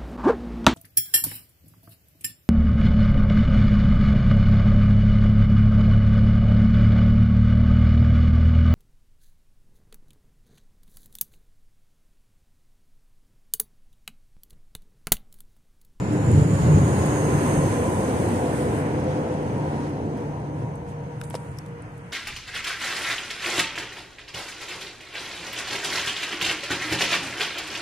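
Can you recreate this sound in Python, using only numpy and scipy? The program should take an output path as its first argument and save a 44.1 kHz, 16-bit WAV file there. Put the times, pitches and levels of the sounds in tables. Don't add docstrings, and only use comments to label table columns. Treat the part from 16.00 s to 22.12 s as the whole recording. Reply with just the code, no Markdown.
import sys
import numpy as np
from scipy import signal
from scipy.fft import rfft, irfft, next_fast_len
from scipy.io import wavfile
from scipy.ndimage import uniform_filter1d, minimum_filter1d

SR = 44100
rng = np.random.default_rng(int(sys.argv[2]) if len(sys.argv) > 2 else 0)


def elevation(decibels):
    levels = np.asarray(decibels, float)
    return 10 ** (levels / 20)


def transcribe(signal):
    frames = np.atleast_2d(signal).T
    limited = np.clip(frames, -1, 1)
    pcm = np.round(limited * 32767).astype(np.int16)
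    wavfile.write(sys.argv[1], SR, pcm)


N = 269945
PORT_LAG_S = 0.00029


def curves(table):
    s, *columns = np.transpose(table)
    return [np.interp(np.arange(N) / SR, s, c) for c in columns]


def on_log(hz, points):
    f, v = np.transpose(points)
    return np.interp(np.log(hz), np.log(f), v)


def walk(rate):
    steps = np.repeat(rng.standard_normal(int(N / SR * rate) + 2), 8)
    smooth = uniform_filter1d(uniform_filter1d(steps, size=8), size=8)
    return 1.3 * np.interp(np.arange(N) * (8 * rate / SR), np.arange(len(steps)), smooth)


# (frequency [Hz], share in common [0-1])
PORT_LIKENESS = [(30, .96), (70, .99), (200, .97), (400, 0.97), (700, 0.83), (1400, 0.29), (2500, 0.037),
                 (5000, 0.14)]
# (frequency [Hz], left minus right [dB])
PORT_BALANCE = [(400, 0), (800, 2), (2400, -1), (5500, 0), (7000, -4.5), (8800, -28), (11000, -68),
                (14500, -49)]


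def ports(left, other, hz):
    share = np.clip(on_log(hz, PORT_LIKENESS), 0, 1)
    right = share * left + np.sqrt(1 - share ** 2) * other
    pan = elevation(on_log(hz, PORT_BALANCE))
    late = np.exp(-2j * np.pi * hz * PORT_LAG_S)
    return np.array([left * pan * late, right]) * np.sqrt(2 / (1 + pan ** 2))


# (lower edge [Hz], upper edge [Hz])
BANDS_HZ = [(25, 56), (64, 180), (220, 420), (720, 900), (1200, 2800), (3900, 5800), (7600, 11000)]
# (time [s], level against the closest moment [dB])
NEARNESS = [(0, -9), (.12, -6), (.3, -3), (.6, -3), (.9, -.5), (1.55, 0), (1.9, -0.5), (2.6, -1.5),
            (3.1, -3.5), (3.6, -5.5), (4.2, -8), (4.5, -11.5), (5.0, -15.5), (5.5, -17), (6.12, -22)]
# (level at the closest [dB], share of nearness, drift [dB per s],
# distant floor [dB], share of puffs)
LAYERS = [
    (-52.5, .1, -2, -80, 0),
    (-25, 0.27, -1.81, -60, 0),
    (-25.5, 0.86, -0.58, -71, 0),
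    (-36.5, 0.99, 0.25, -71, 0.0033),
    (-37, 1.145, -0.88, -54, 0.22),
    (-50, 0.84, -1.05, -72.5, 0.55),
    (-43.2, 1.74, -0.97, -70.5, 1.27),
]
# (time [s], boom level [dB])
JOINTS = [(.14, -24), (.3, -19.5), (.36, -15), (.42, -17), (.52, -16.5), (.68, -13.5), (.75, -16.5),
          (.81, -19), (.89, -22), (.98, -23), (1.33, -22), (1.5, -40), (1.6, -27), (1.98, -34), (2.2, -25),
          (2.52, -46), (2.71, -37), (2.88, -33), (3.07, -31), (3.51, -25.5), (4.04, -31), (4.28, -32.5),
          (4.41, -35), (4.51, -39), (4.59, -42), (4.67, -29), (5.05, -36), (5.51, -36), (5.85, -43)]
JOINT_DB = [-39.5, -1.8, -16.5]
# (time [s], change [dB], centre [Hz], breadth [octaves])
SCREENS = [(2.815, -6, 9550, 0.77), (3.89, -3, 4306, 2.9), (4.7, -4.5, 254, 0.64), (4.2, 2.6, 800, .4),
           (5.1, -2.5, 800, .4)]
# (time [s], lift [dB], length [s])
PUFFS = [(3.35, 1.5, .12), (.3, -1.5, .1), (1.59, 2, 0.35), (.8, -0.5, 0.065), (2.35, 1.5, 0.055),
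         (2.6, 2, 0.046), (2.76, 1, 0.046), (3.8, 3.5, 0.13), (4.194, 2, 0.13), (4.599, 3.5, .06),
         (4.9, 7, 0.031), (5.426, 7, 0.21), (6.052, 2, 0.084)]


def layer_levels():
    joint_s, screen_s = 0.039, 0.013
    every = 32
    t = np.arange(0, N, every) / SR
    near, = curves(NEARNESS)
    jolts = sum(elevation(2 * db) * np.exp(-((t - s) / joint_s) ** 2) for s, db in JOINTS)
    puffs = sum(db * np.exp(-((t - s) / length) ** 2) for s, db, length in PUFFS)
    levels = []
    for k, (db, follow, drift_db, floor_db, puffy) in enumerate(LAYERS):
        octave = np.log2(BANDS_HZ[k]).mean()
        screen = 0
        for s, change_db, hz, breadth in SCREENS:
            touched = np.exp(-((octave - np.log2(hz)) / breadth) ** 2)
            passed = (1 + np.tanh((t - s) / screen_s)) / 2
            screen = screen + change_db * touched * passed
        truck_db = db + follow * near[::every] + drift_db * t + screen
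        power = elevation(2 * truck_db) + elevation(2 * floor_db)
        if k < len(JOINT_DB):
            power = power + jolts * elevation(2 * JOINT_DB[k])
        level_db = 10 * np.log10(power) + puffy * puffs
        levels.append(np.interp(np.arange(N) / SR, t, level_db))
    return levels


# (frequency [Hz], level [dB per Hz])
ROAD_COLOUR = [(15, -26), (25, -42), (38, -29), (50, -40), (58, -15), (66, -15.5), (85, -7), (139, -6.5),
               (180, -7.5), (290, -9), (510, -14), (620, -20), (1000, -22), (1150, -28),
               (1500, -28), (2000, -31.5), (2900, -39), (3700, -49.5), (5800, -51), (7200, -47.5), (8900, -40.5),
        (10200, -48), (12500, -57), (14300, -59.5), (17000, -66)]
# (frequency [Hz], width [Hz], level over the rumble [dB])
GIRDERS = [(96.6, 14, 2), (121, 12, 4.5), (152, 5, 3), (298, 9, 9), (431, 25, 2)]


def road():
    size = next_fast_len(N)
    hz = np.maximum(np.arange(size // 2 + 1) * SR / size, 1)
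    gain = elevation(on_log(hz, ROAD_COLOUR))
    for f, width, db in GIRDERS:
        gain = gain * (1 + (elevation(db) - 1) / (1 + (2 * (hz - f) / width) ** 2))
    noise = ports(*rfft(rng.standard_normal((2, size))), hz) * gain
    power = np.mean(np.abs(noise) ** 2, axis=0) / size ** 2
    out, gust = 0, walk(9)
    for k, db in enumerate(layer_levels()):
        lo, hi = BANDS_HZ[k]
        rms = np.sqrt(2 * power[(hz > lo) & (hz < hi)].sum())
        share = on_log(hz, [(edge, j == k) for j, band in enumerate(BANDS_HZ) for edge in band])
        flicker_db = 0.72 * walk(12) + 0.056 * k * gust
        out = out + irfft(noise * share, size)[:, :N] * elevation(db + flicker_db + 1) / rms
    return out


def smeared_line(hz, spread, rate=40, flutter_db=3):
    level = np.sqrt(2) * elevation(flutter_db * walk(25))
    cycles = np.cumsum(hz * (1 + spread * walk(rate))) / SR
    return level * np.sin(2 * np.pi * (cycles + rng.random()))


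# (time [s], pitch [Hz], level [dB], octave level [dB])
TREAD = [(0, 557.3, -49, -68), (.55, 543.9, -39, -45), (1, 524, -34, -40), (1.5, 511.7, -33, -39),
         (2, 505.7, -33.5, -40), (2.4, 504, -35, -56), (2.7, 502, -29, -58), (2.9, 502, -36, -60),
         (3.1, 510, -33, -60), (3.45, 500, -37, -56), (3.58, 473, -45, -43), (3.8, 473, -44, -47),
         (3.95, 474, -43, -54), (4.2, 475.8, -36, -55), (4.4, 475, -49, -53), (4.7, 474, -48, -47),
         (4.85, 474, -44, -49), (5.0, 476, -37.5, -49), (5.2, 476, -37.5, -51), (5.35, 475, -46, -53),
         (5.55, 474, -43, -53), (5.8, 474, -45, -56), (6.12, 472, -55, -64)]


def tread():
    hz, db, octave_db = curves(TREAD)
    spread_near, spread_far, agree_s, agree_within_s = .04, 0.008, 2.45, 0.129
    t = np.arange(N) / SR
    spread = spread_far + (spread_near - spread_far) / (1 + np.exp((t - agree_s) / agree_within_s))

    def with_echoes(pitch, spread, flutter_db):
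        return sum(elevation(-7 * k) * smeared_line(pitch, spread, flutter_db=flutter_db) for k in range(3))

    hum = with_echoes(hz, spread, 2.8) * elevation(db - 3.3)
    octave = [with_echoes(2 * hz, .9 * spread, 3) * elevation(octave_db - 1.5) for _ in range(2)]
    return np.array([np.roll(hum, int(PORT_LAG_S * SR)), hum]) + octave


# (time [s], level [dB], left minus right [dB])
WHISTLE = [(0, -57.5, -17), (.3, -56, -20), (.7, -48.5, -14), (1.1, -45, -5), (1.5, -51, -12.5),
           (2.1, -56.5, -11), (2.7, -64.5, -6), (3.6, -66, -4), (3.75, -76, -2), (3.95, -68.5, -4),
           (5.1, -73, -3), (6.12, -82, -3)]


def whistle(count=9):
    far_hz, drop_least, drop_most = 6225, .1, .185
    first_s, last_s, sweep_s = .62, 1.15, .52
    early_db, far_spread = -4, .0075
    rev_share, rev_s = .008, 3.85
    db, pan_db = curves(WHISTLE)
    t, out = np.arange(N) / SR, np.zeros((2, N))
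    rev = 1 + rev_share * (1 + np.tanh((t - rev_s) / .15)) / 2
    for k, late in enumerate(np.linspace(0, 1, 2 * count)):
        ahead = (first_s + late * (last_s - first_s) - t) / sweep_s
        drop = drop_least + (drop_most - drop_least) * late ** .7
        hz = far_hz * rev * (1 + drop * (1 + ahead / np.sqrt(1 + ahead ** 2)) / 2)
        spread = far_spread + 0.013 / (1 + ahead ** 2)
        out[k % 2] += elevation(early_db * (1 - late)) * smeared_line(hz, spread, rate=150)
    return out / np.sqrt(count) * elevation(db + 2.6 + np.array([pan_db, -pan_db]) / 2)


def add(out, s, sound, pan_db):
    i = int(s * SR)
    panned = sound * elevation(np.array([[pan_db], [-pan_db]]) / 2)
    out[:, i:i + sound.shape[-1]] += panned[:, :N - i]


def crack(hz, octaves, t60, rise, channels, ring=0., tick=0., noisy=1.):
    t = np.arange(SR // 6) / SR
    half = 2 ** (np.clip(octaves, .05, 4) / 2)
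    band = signal.butter(2, [hz / half, min(hz * half, 18000)], "band", fs=SR, output="sos")
    noise = signal.sosfilt(band, rng.standard_normal((channels, 2 * len(t))))[:, len(t):]
    early = noise[:, :SR // 300]
    body = noisy * noise / np.sqrt(np.mean(early ** 2)) + ring * np.sin(2 * np.pi * hz * t)
    contact = signal.sosfilt(band, 1. * (t == 0))
    fade = elevation(-60 * t / max(t60, .003))
    swell = 1 - np.exp(-t / max(rise, .0002))
    return (body * swell + tick * contact / np.abs(contact).max()) * fade


GRIT_HZ = 8820
# (time [s], peak level [dB], breadth [octaves])
GRIT = [(.1336, -46, .5), (2.2877, -44, .4), (3.04, -52, .3), (3.425, -53, .3), (3.58, -53, .4),
        (5.683, -62, .5), (.3142, -40, .5), (1.0604, -37, .5), (2.0961, -43, .4), (2.619, -43, .4),
        (2.9995, -50, .4), (3.3246, -56, .2), (3.3388, -50, .12), (3.894, -55, .6), (4.1734, -54, .7),
        (4.3994, -59, .5), (4.7546, -52.5, .5), (4.8902, -61, .4), (5.1844, -62, .3), (5.1999, -57, .3),
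        (5.5157, -60, .3), (5.5715, -60, .6), (5.5852, -48, .5), (5.6613, -55, .6), (5.8217, -52.5, .25),
        (5.9695, -61, .4), (5.9774, -55, .6)]


def grit():
    t60_s, rise_s, pan_db = 0.021, 0.00093, -23.5
    out = np.zeros((2, N))
    for s, db, octaves in GRIT:
        sound = crack(GRIT_HZ, octaves, t60_s, rise_s, channels=2, tick=0.7)
        add(out, s, sound * elevation(db - 1.5), pan_db)
    return out


# (time [s], level [dB])
DRONE = [(0, -60), (.4, -16.5), (.55, -47.5), (.68, -25), (.78, -18), (.86, -22.5), (1, -34), (1.6, -34),
         (2.3, -42), (3, -33.5), (3.3, -39), (3.55, -31), (4.0, -35.5), (4.18, -41), (4.28, -30),
         (4.45, -31), (4.66, -32), (4.8, -41), (5.05, -37), (5.3, -37.5), (5.7, -42), (6.12, -50)]


def drone():
    db, = curves(DRONE)
    return smeared_line(np.full(N, 148.95), 0.004, flutter_db=2.2) * elevation(db)


# (time [s], peak level [dB], ring pitch [Hz], time to fall 60 dB [s], breadth [octaves])
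BLOWS = [(3.4765, -22, 800, 0.012, 1.2), (5.2127, -38, 12000, 0.005, .6), (5.2136, -37, 7500, .006, 1.0),
         (5.2146, -20.5, 1500, 0.007, 0.9), (5.2146, -30, 3600, 0.006, 1.2), (5.236, -45, 5500, .051, 1.4),
         (5.3008, -38, 12000, .006, .9), (5.328, -53, 4000, .06, 1.8), (5.3058, -28, 900, .013, 1.2),
         (5.3068, -31, 2300, .01, 1.1), (5.3074, -40, 5000, .008, .5), (5.3421, -11, 700, .0095, 1.0),
         (5.3428, -25, 1500, .007, 1.1), (5.3436, -27, 2800, .008, 1.1), (5.338, -50, 5500, .05, 1.5),
         (5.3492, -21, 500, 0.03, 1.1), (5.352, -23, 950, .015, 1.2), (5.3518, -35, 5300, 0.026, 0.3),
         (5.357, -41, 4200, .05, 1.3), (5.2355, -34, 900, .008, 1.1), (5.572, -56, 5500, .03, .6),
         (5.62, -54, 4500, .012, .3), (5.3528, -31, 2300, 0.018, 1.5), (5.5859, -37, 13000, 0.005, 1.0),
         (5.5868, -35, 5500, 0.015, 0.25), (5.5864, -41, 8000, .012, .8), (5.5868, -31, 1100, 0.011, 1.5),
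         (5.5866, -41, 3500, .01, 1.2), (5.6621, -47, 5000, .012, 2.1), (5.6625, -42, 1300, .01, 1.2)]


def knocks():
    longest_t60_s, rise_cycles, ring_width_hz = .06, .45, 2600
    out = np.zeros((2, N))
    for s, db, hz, t60, octaves in BLOWS:
        pan_db = 3 + 3.5 * np.log2(hz / 1000)
        clean = 1 / (1 + (hz * octaves / ring_width_hz) ** 2)
        sound = crack(hz, octaves, min(t60, longest_t60_s), rise_cycles / hz, channels=1,
                      ring=1.2 * clean, tick=0.7 * (1 - clean), noisy=.75 - .62 * clean)
        add(out, s, sound * elevation(db), pan_db)
    return out


# (time [s], peak level [dB], time to fall 60 dB [s])
SCRAPE = [(5.2132, -35, 0.0092), (5.235, -41.5, .045), (5.25, -43, .029), (5.262, -54, 0.14),
          (5.3012, -33, .005), (5.305, -47, .04), (5.326, -52, 0.12), (5.339, -47, .06),
          (5.349, -37.5, .03), (5.36, -46, .04), (5.372, -66, 0.14), (5.398, -53, .03)]


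def scrape():
    octaves, rise_share, pan_db = .46, 0.084, -16
    out = np.zeros((2, N))
    for s, db, t60 in SCRAPE:
        sound = crack(GRIT_HZ, octaves, t60, rise_share * t60, channels=2, tick=0.3)
        add(out, s, sound * elevation(db), pan_db)
    return out


def scene():
    top_hz, hiss_db = 14280, -72.5
    far = road() + drone() + tread() + whistle() + grit() + scrape()
    far = far + elevation(hiss_db) * rng.standard_normal((2, N))
    steep = signal.ellip(8, .2, 45, top_hz, fs=SR, output="sos")
    gentle = signal.butter(5, top_hz, fs=SR, output="sos")
    return signal.sosfilt(steep, far) + signal.sosfilt(gentle, knocks())


# (time [s], rise of the gate [dB])
LOSSES = [(.2, 4), (.47, 4), (.84, 4), (1.59, 5), (4.52, 5), (5.02, 4), (5.23, 4), (5.29, 4), (5.39, 6),
          (5.51, 5), (5.58, 4), (5.87, 5), (6.03, 4)]
# (frequency [Hz], level against the neighbouring lines [dB])
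GATE = [(1200, -22), (2200, -12), (3400, -3), (5400, -1), (6300, -7.5), (8800, -14), (10500, -8),
        (12000, -3), (14000, 0.1)]


def thin_treble(dry):
    scatter_db, loss_s = 4.5, .022
    pad = 486
    window = np.sin(np.pi * (np.arange(2048) + .5) / 2048)
    frame = dict(window=window, nperseg=2048, noverlap=1024)
    hz, t, lines = signal.stft(np.pad(dry, [(0, 0), (pad, 0)]), SR, **frame)
    around = np.sqrt(uniform_filter1d(np.abs(lines) ** 2, size=48, axis=1))
    level = minimum_filter1d(around, size=5)
    rise_db = sum(db * np.exp(-((t - pad / SR - s) / loss_s) ** 2) for s, db in LOSSES)
    patches = np.sqrt(2) * uniform_filter1d(rng.standard_normal((129, len(t))), size=2)
    scatter = np.repeat(patches, 8, axis=0)[:len(hz)]
    gate_db = on_log(np.maximum(hz, 1), GATE)[:, None] + scatter_db * scatter + rise_db
    kept = lines * (np.abs(lines) > level * elevation(gate_db))
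    return signal.istft(kept, SR, **frame)[1][:, pad:pad + N]


def roll_off(x):
    return signal.sosfilt(signal.butter(12, 15600, fs=SR, output="sos"), x)


def record(dry):
    mix = thin_treble(dry)
    return roll_off(mix)


dry = scene()
out = record(dry)
transcribe(out)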